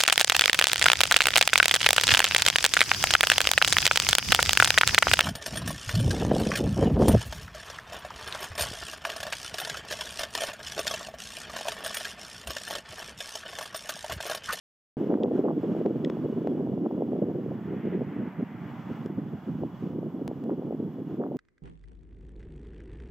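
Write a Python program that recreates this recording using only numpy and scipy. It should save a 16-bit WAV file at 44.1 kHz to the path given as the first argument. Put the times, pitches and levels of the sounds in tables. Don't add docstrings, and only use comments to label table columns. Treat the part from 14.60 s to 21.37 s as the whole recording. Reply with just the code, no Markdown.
import sys
import numpy as np
from scipy import signal
from scipy.fft import rfft, irfft
from scipy.io import wavfile
from scipy.ndimage import uniform_filter1d

SR = 44100
rng = np.random.default_rng(int(sys.argv[2]) if len(sys.argv) > 2 else 0)


def master_out(mix):
    frames = np.transpose(np.atleast_2d(mix))
    ceiling = np.clip(frames, -1, 1)
    pcm = np.round(ceiling * 32767).astype(np.int16)
    wavfile.write(sys.argv[1], SR, pcm)


N = 298557
TIME_S, FREQ_HZ = np.arange(N) / SR, np.fft.rfftfreq(N, 1 / SR)


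def gain_of(db):
    return 10 ** (np.asarray(db) / 20)


def evened(x):
    return x / np.sqrt(np.mean(x ** 2) + 1e-20)


def tone_db(tone):
    hz, db = np.transpose(tone)
    return np.interp(np.log(FREQ_HZ + 1), np.log(hz + 1), db)


def over_time(rows):
    times_s, *columns = np.transpose(rows)
    return [np.interp(TIME_S, times_s, column) for column in columns]


def add(mix, start_s, sound):
    part = mix[max(round(start_s * SR), 0):][:len(sound)]
    part += sound[:len(part)]


def cut_bass(x, hz, order=2):
    return signal.sosfilt(signal.butter(order, hz, "high", fs=SR, output="sos"), x)


def two_noises(tone):
    return evened(irfft(rfft(rng.standard_normal((2, N))) * gain_of(tone_db(tone)), N))


def wide_noise(tone, side_db):
    middle, side = two_noises(tone)
    side = gain_of(side_db) * side
    return evened(np.array([middle + side, middle - side]))


def wander(rate_hz):
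    return evened(irfft(rfft(rng.standard_normal(N)) / (1 + (FREQ_HZ / rate_hz) ** 4), N))


def swell(middle_s, length_s, squareness):
    return 0.5 ** np.minimum(abs(2 * (TIME_S - middle_s) / length_s) ** squareness, 60)


# time_s, force_db, brisk_db
STEADY_WIND = [(.37, -29, 0.5), (.6, -26, 1.5), (1.1, -27.5, -1.5), (1.4, -30, -1.5), (2.1, -28, -1.5),
               (2.75, -31.5, 1.5), (3.02, -34, -8.5), (3.5, -35.5, -2), (3.73, -43.5, -6),
               (4.1, -37.5, -12.5), (4.25, -40.5, -12), (4.68, -36, -7.5), (4.82, -42.5, -5),
               (5.17, -41.5, -11.5), (5.4, -37.5, -3.5), (6.4, -36, -6), (6.77, -31, 0.5)]
# middle_s, length_s, force_db, extra_brisk_db
GUSTS = [(0.521, 0.044, -23.5, 4), (0.797, 0.033, -26.5, 2.5), (0.884, 0.07, -24, 10.5),
         (1.262, 0.017, -21.5, 9.5), (2.259, 0.02, -31.5, 5.5), (2.386, 0.079, -31.5, 2),
         (2.54, 0.032, -28, -2), (2.635, .035, -30, -2.5), (2.687, 0.021, -26, -0.5),
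         (2.878, 0.06, -31.5, -2.5), (3.088, 0.03, -30, -1), (3.138, .025, -27.5, 2),
         (3.267, 0.036, -26.5, 0.5), (3.367, 0.09, -29, 0), (3.597, 0.067, -27, -1),
         (3.669, 0.021, -27, -6.5), (3.811, 0.047, -26, 5), (4.306, 0.028, -31.5, 3),
         (4.409, 0.023, -33, -2.5), (4.467, .02, -29.5, -4), (4.511, 0.037, -34, -2.5),
         (4.589, 0.028, -30, 2), (4.735, 0.05, -32, -0.5), (4.918, 0.076, -31.5, -3),
         (5.024, 0.066, -29.5, 1), (5.27, 0.07, -32, 4), (5.404, 0.14, -34, 0), (5.462, 0.029, -32.5, 3),
         (5.616, 0.17, -34, 2), (5.885, 0.097, -30, 7), (6.052, 0.17, -36.5, 6), (6.223, 0.075, -31.5, 2.5),
         (6.397, 0.036, -35, 8), (6.591, 0.06, -30.5, -5), (6.636, 0.088, -35, 16), (6.728, .04, -30, 4.5)]


def airflow(uneven_db=1.5):
    steady_db, brisk_db = over_time(STEADY_WIND)
    power = gain_of(steady_db) ** 2
    for middle_s, length_s, force_db, extra_brisk_db in GUSTS:
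        gust = swell(middle_s, length_s, squareness=4.5)
        power += gain_of(force_db) ** 2 * gust
        brisk_db += extra_brisk_db * gust
    return 10 * np.log10(power) + uneven_db * wander(rate_hz=16), brisk_db


def eddy(pitch_hz):
    phase_squared = (np.pi * pitch_hz * np.arange(-1024, 1025) / SR) ** 2
    return (2 * phase_squared - 1) * np.exp(-phase_squared)


# pitch_hz, boost_db
OPENING_TONE = [(25, -44.5), (50, -42.5), (72, -24.5), (100, -12), (150, -1.5), (240, 4.5), (310, 3.5),
                (410, 1), (540, -5), (750, -10), (1200, -19), (2000, -16)]


def buffeting(force_db, brisk_db, eddies_per_s=300, spread_db=2, flutter_db=3):
    fullness = np.clip(brisk_db / 12, 0, 1)
    flutter = wander(rate_hz=42) * (1 - .5 * fullness)
    swarm = np.zeros(N)
    for pitch_hz in np.geomspace(110, 1000, num=9):
        hits = rng.random(N) < eddies_per_s / SR
        hit_db = spread_db * np.minimum(rng.exponential(1, N), 3.5)
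        smallness = np.log2(pitch_hz / 220)
        hit_db += smallness * (0.78 * brisk_db + 0.41 * (force_db + 30.5))
        hit_db += flutter_db * flutter * (1 + 0.52 * smallness)
        hit_db -= 17 * max(np.log2(pitch_hz / 450), 0)
        swarm += signal.oaconvolve(hits * gain_of(hit_db), eddy(pitch_hz) * np.sqrt(pitch_hz), "same")
    swarm = irfft(rfft(swarm) * gain_of(tone_db(OPENING_TONE)), N)
    slow_power = uniform_filter1d(uniform_filter1d(swarm ** 2, size=1800), size=1800)
    fast_power = uniform_filter1d(uniform_filter1d(swarm ** 2, size=400), size=400)
    power = slow_power + fullness * (fast_power - slow_power)
    return cut_bass(gain_of(force_db) * swarm / np.sqrt(abs(power) + 1e-14), hz=66)


# pitch_hz, boost_db
LEFT_BASS = [(30, -3.5), (60, 4), (110, -5.5), (200, -1.5), (380, 0), (700, 0)]


def wind(force_db, brisk_db, left_delay_s=0.00013, swirl_db=-32):
    shared = buffeting(force_db, brisk_db) * dip_at_thumps() + thumps()
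    half_shift = gain_of(tone_db(LEFT_BASS) / 2) * np.exp(-1j * np.pi * FREQ_HZ * left_delay_s)
    left_right = irfft(rfft(shared) * np.array([half_shift, 1 / half_shift]), N)
    swirl = two_noises([(25, -18.5), (60, -20), (200, 5.5), (450, 9), (900, -18.5), (2000, -48.5)])
    return left_right + gain_of(force_db + swirl_db) * swirl


# time_s, strength_db
RESTING_RUSTLE = [(.37, -73.5), (2.2, -75.5), (3.1, -74), (3.6, -76), (5.6, -77), (6.4, -77), (6.77, -82.5)]
# middle_s, length_s, strength_db, squareness
RUSTLE_SWELLS = [(0.45, 0.15, -70, 5), (0.777, 0.057, -67, 1.6), (1.113, 0.24, -68.5, 6.6),
                 (1.62, 0.55, -71.5, 2.3), (4.22, 0.4, -71, 4.6), (4.37, 0.16, -71, 4.6),
                 (4.9, 0.35, -73.5, 2), (5.23, 0.18, -72, 4.9), (5.76, 0.1, -78.5, 2.7),
                 (6.523, 0.09, -75, 3.5)]


def rustle_level():
    power = gain_of(over_time(RESTING_RUSTLE)[0]) ** 2
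    for middle_s, length_s, strength_db, squareness in RUSTLE_SWELLS:
        power += gain_of(strength_db) ** 2 * swell(middle_s, length_s, squareness)
    return 10 * np.log10(power)


# pitch_hz, relative_db
RUSTLE_TONE = [(50, -17), (250, 3.5), (1000, 9.5), (1500, 1.5), (2000, -4.5), (2550, -7.5), (3000, -8),
               (3400, -12), (4000, -18.5), (5500, -20), (8000, -26), (9300, -50.5), (11000, -34),
               (13000, -29.5)]


def rustle(rustle_db, boost_db=17):
    flicker_db = .6 * wander(rate_hz=20)
    leaves = wide_noise(RUSTLE_TONE, side_db=-10)
    return leaves * gain_of(boost_db + rustle_db + flicker_db) * gain_of([[-.3], [.3]])


# pitch_hz, relative_db
HISS_TONE = [(100, -0.5), (4000, 1.5), (7500, -3), (9300, -15), (11000, -3), (13000, 3), (15500, 2),
             (16000, -25)]


def hiss(rustle_db, level_db=-75):
    swell_db = 0.19 * (rustle_db + 78)
    return two_noises(HISS_TONE) * gain_of(level_db + swell_db) * gain_of([[-.9], [.9]])


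# pitch_hz, width_hz, usual_level_db
LENS_HUMS = [(2910, 200, -77.3), (3355, 220, -79)]


def lens_whirr(rustle_db, waver_db=1.3):
    out = np.zeros((2, N))
    for pitch_hz, width_hz, usual_level_db in LENS_HUMS:
        noise = wide_noise([(20, 0), (20000, 0)], side_db=-9)
        band = 1 / (1 + (2 * (FREQ_HZ - pitch_hz) / width_hz) ** 4)
        hum = evened(irfft(rfft(noise) * band, N))
        out += hum * gain_of(usual_level_db + waver_db * wander(rate_hz=21))
    return out * gain_of(0.65 * (rustle_db + 76))


# pitch_hz, relative_db
LAND_TONE = [(25, -19.5), (60, -16.5), (150, -3), (400, -11), (700, 15.5), (1000, 4.5), (1400, -22),
             (2000, -19), (3000, -29.5), (6000, -45)]


def land(level_db=-61):
    return gain_of(level_db) * wide_noise(LAND_TONE, side_db=-11)


# middle_s, strength_db, pitch_hz
THUMP_PULSES = [(.443, -21, 335), (0.5135, -17.5, 470), (0.5246, -14.5, 428), (.533, -11.5, 289),
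                (0.541, -20, 488), (0.541, -27, 1130), (0.5746, -24.5, 537), (0.628, -19, 514),
                (0.6589, -18.5, 460), (0.72, -15, 328), (0.793, -13.5, 340), (.842, -21, 378),
                (0.8563, -22, 524), (0.8697, -22, 450), (0.8846, -19, 700), (0.8894, -30.5, 850),
                (.906, -20, 570), (.912, -18.5, 518), (1.033, -22.5, 440), (1.151, -19, 397),
                (1.166, -20.5, 407), (1.214, -17.5, 400), (1.2585, -20, 396), (1.262, -12.5, 390),
                (1.2645, -20, 480), (1.4602, -15.5, 261), (1.5013, -20, 397), (1.571, -22, 485),
                (1.686, -23, 288), (1.82, -23, 266), (1.848, -20.5, 390), (1.8729, -14.5, 465),
                (2.008, -23, 478), (2.073, -22.5, 476), (2.178, -21.5, 432), (2.2626, -20.5, 627),
                (2.3119, -22, 570), (2.345, -33, 598), (2.409, -17.5, 390), (2.4224, -13.5, 451),
                (2.533, -17, 410), (2.553, -23, 354), (2.686, -19.5, 311), (2.862, -23, 329),
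                (2.918, -22, 430), (3.082, -24, 255), (3.146, -21, 230), (3.409, -22, 420),
                (3.599, -22.5, 267), (3.81, -24.5, 372), (4.4606, -22.5, 306), (5.0359, -18, 482),
                (5.431, -24, 434), (5.464, -26, 330), (5.595, -30, 480), (5.6788, -21.5, 620),
                (5.714, -22, 470), (5.896, -20, 520), (5.9046, -32, 920), (6.023, -25, 438),
                (6.033, -27.5, 440), (6.109, -19.5, 393), (6.126, -21, 437), (6.6263, -31.5, 610),
                (6.638, -24, 830), (6.665, -23, 545), (6.72, -22.5, 452)]


def thumps(trim_db=-2, ring_hz=400, ring_width_hz=110, ring_db=-2):
    pulses = np.zeros(N)
    for middle_s, strength_db, pitch_hz in THUMP_PULSES:
        pulse = gain_of(strength_db + trim_db) * eddy(pitch_hz)
        add(pulses, middle_s - len(pulse) // 2 / SR, pulse)
    ring = signal.lfilter(*signal.iirpeak(ring_hz, ring_hz / ring_width_hz, fs=SR), pulses)
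    return cut_bass(pulses + gain_of(ring_db) * ring, hz=130)


def dip_at_thumps(depth_db=-5, length_s=0.017):
    dip, dips = signal.windows.hann(round(length_s * SR)), np.zeros(N)
    for middle_s, _, _ in THUMP_PULSES:
        add(dips, middle_s - length_s / 2, dip)
    return gain_of(depth_db * np.minimum(dips, 1))


# pitch_hz, relative_db, fade_s
BODY_NOTES = [(1920, 2, 0.015), (2550, -5, 0.005), (2850, -4, .008), (3130, 1, 0.006), (3340, 2.5, .01),
              (4250, -9, 0.006), (5250, -5, 0.007), (6450, -8.5, 0.008), (7700, -12, 0.007)]
# low_hz, high_hz
BODY_BAND = [1650, 7800]
# start_s, strength_db, main_pitch_hz, falloff_db_per_octave, fade_share
TICKS = [(.6338, -32.8, 3150, 12, .5), (1.4473, -27.3, 2500, 5, 1), (1.4597, -52, 5000, 6, .4),
         (1.4965, -47, 4800, 6, .6), (1.4997, -41, 4800, 8, .65), (4.4597, -47, 6500, 12, .5)]


def camera_ticks(slip_s=.0009, scrape_db=-16):
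    t, out = np.arange(1500) / SR, np.zeros(N)
    since_slip_s = np.maximum(t - slip_s, 0)
    for start_s, strength_db, main_pitch_hz, falloff_db_per_octave, fade_share in TICKS:
        ring = np.zeros(len(t))
        for pitch_hz, relative_db, fade_s in BODY_NOTES:
            note_db = relative_db - falloff_db_per_octave * abs(np.log2(pitch_hz / main_pitch_hz))
            faded_db = 60 * since_slip_s / (fade_s * fade_share)
            ring += gain_of(note_db - faded_db) * np.sin(2 * np.pi * pitch_hz * t)
        ring *= np.minimum(2 * t / slip_s, 1)
        scrape = gain_of(scrape_db) * rng.standard_normal(len(t)) * np.exp(-t / slip_s)
        add(out, start_s, gain_of(strength_db) * (ring / abs(ring).max() + scrape))
    body_filter = signal.butter(7, BODY_BAND, "band", fs=SR, output="sos")
    return signal.sosfilt(body_filter, out) * gain_of([[-.5], [.5]])


# start_s, strength_db, sharpness_hz, bass_cut_hz
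POPS = [(1.2617, -22.5, 2600, 200), (1.4997, -16.5, 2080, 200), (1.8734, -21.5, 2500, 110),
        (4.4613, -35, 15000, 110), (5.6786, -23.5, 16000, 12), (5.84, -39.5, 13000, 110)]


def sharp_pops(relax_hz=480):
    t, out = np.arange(4000) / SR, np.zeros(N)
    jump = np.exp(-2 * np.pi * relax_hz * t)
    for start_s, strength_db, sharpness_hz, bass_cut_hz in POPS:
        smoothing = np.exp(-2 * np.pi * sharpness_hz / SR)
        rounded = signal.lfilter([(1 - smoothing) ** 2], [1, -2 * smoothing, smoothing ** 2], jump)
        add(out, start_s, gain_of(strength_db) * cut_bass(rounded, bass_cut_hz, order=1))
    return out * gain_of([[2], [-2.5]])


# pitch_hz, relative_db
RUSH_TONE = [(25, -49), (60, -31.5), (200, -11.5), (480, -2.5), (780, 3), (1300, -2), (2000, -4),
             (2500, -10.5), (3200, -18.5), (4200, -38), (7000, -56.5)]
# time_s, level_db, bright_db
RUSH_SWELL = [(2.3, -82, 13.5), (2.92, -57.5, -8.5), (3.1, -52.5, 0.5), (3.34, -54.5, 14), (3.4, -54.5, 1),
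              (3.53, -50.5, 2.5), (3.76, -51, -1.5), (3.9, -54, 3.5), (4.05, -50.5, -1), (4.42, -55, -3),
              (4.5, -56, -5.5), (5.0, -62.5, -14), (5.4, -71, -27.5), (6.77, -70, -16)]


def far_rush(split_hz=1400, waver_db=.5):
    level_db, bright_db = over_time(RUSH_SWELL)
    noise = wide_noise(RUSH_TONE, side_db=-11)
    bass = signal.sosfiltfilt(signal.butter(2, split_hz, fs=SR, output="sos"), noise)
    treble = noise - bass
    rush = bass * gain_of(-bright_db / 2) + treble * gain_of(bright_db / 2)
    return rush * gain_of(level_db + waver_db * wander(rate_hz=10))


def scene():
    gusts, rustle_db = wind(*airflow()), rustle_level()
    background = rustle(rustle_db) + hiss(rustle_db) + lens_whirr(rustle_db) + land()
    return gusts + background + camera_ticks() + sharp_pops() + far_rush()


def record(dry, start_s=.369, fade_in_s=.00107, top_hz=16200):
    switch_on = np.clip((TIME_S - start_s) / fade_in_s, 0, 1)
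    treble_cut = signal.firwin(511, top_hz, window=("kaiser", 9), fs=SR)
    return signal.oaconvolve(dry * switch_on, treble_cut[None], "same")


dry = scene()
out = record(dry)
master_out(out)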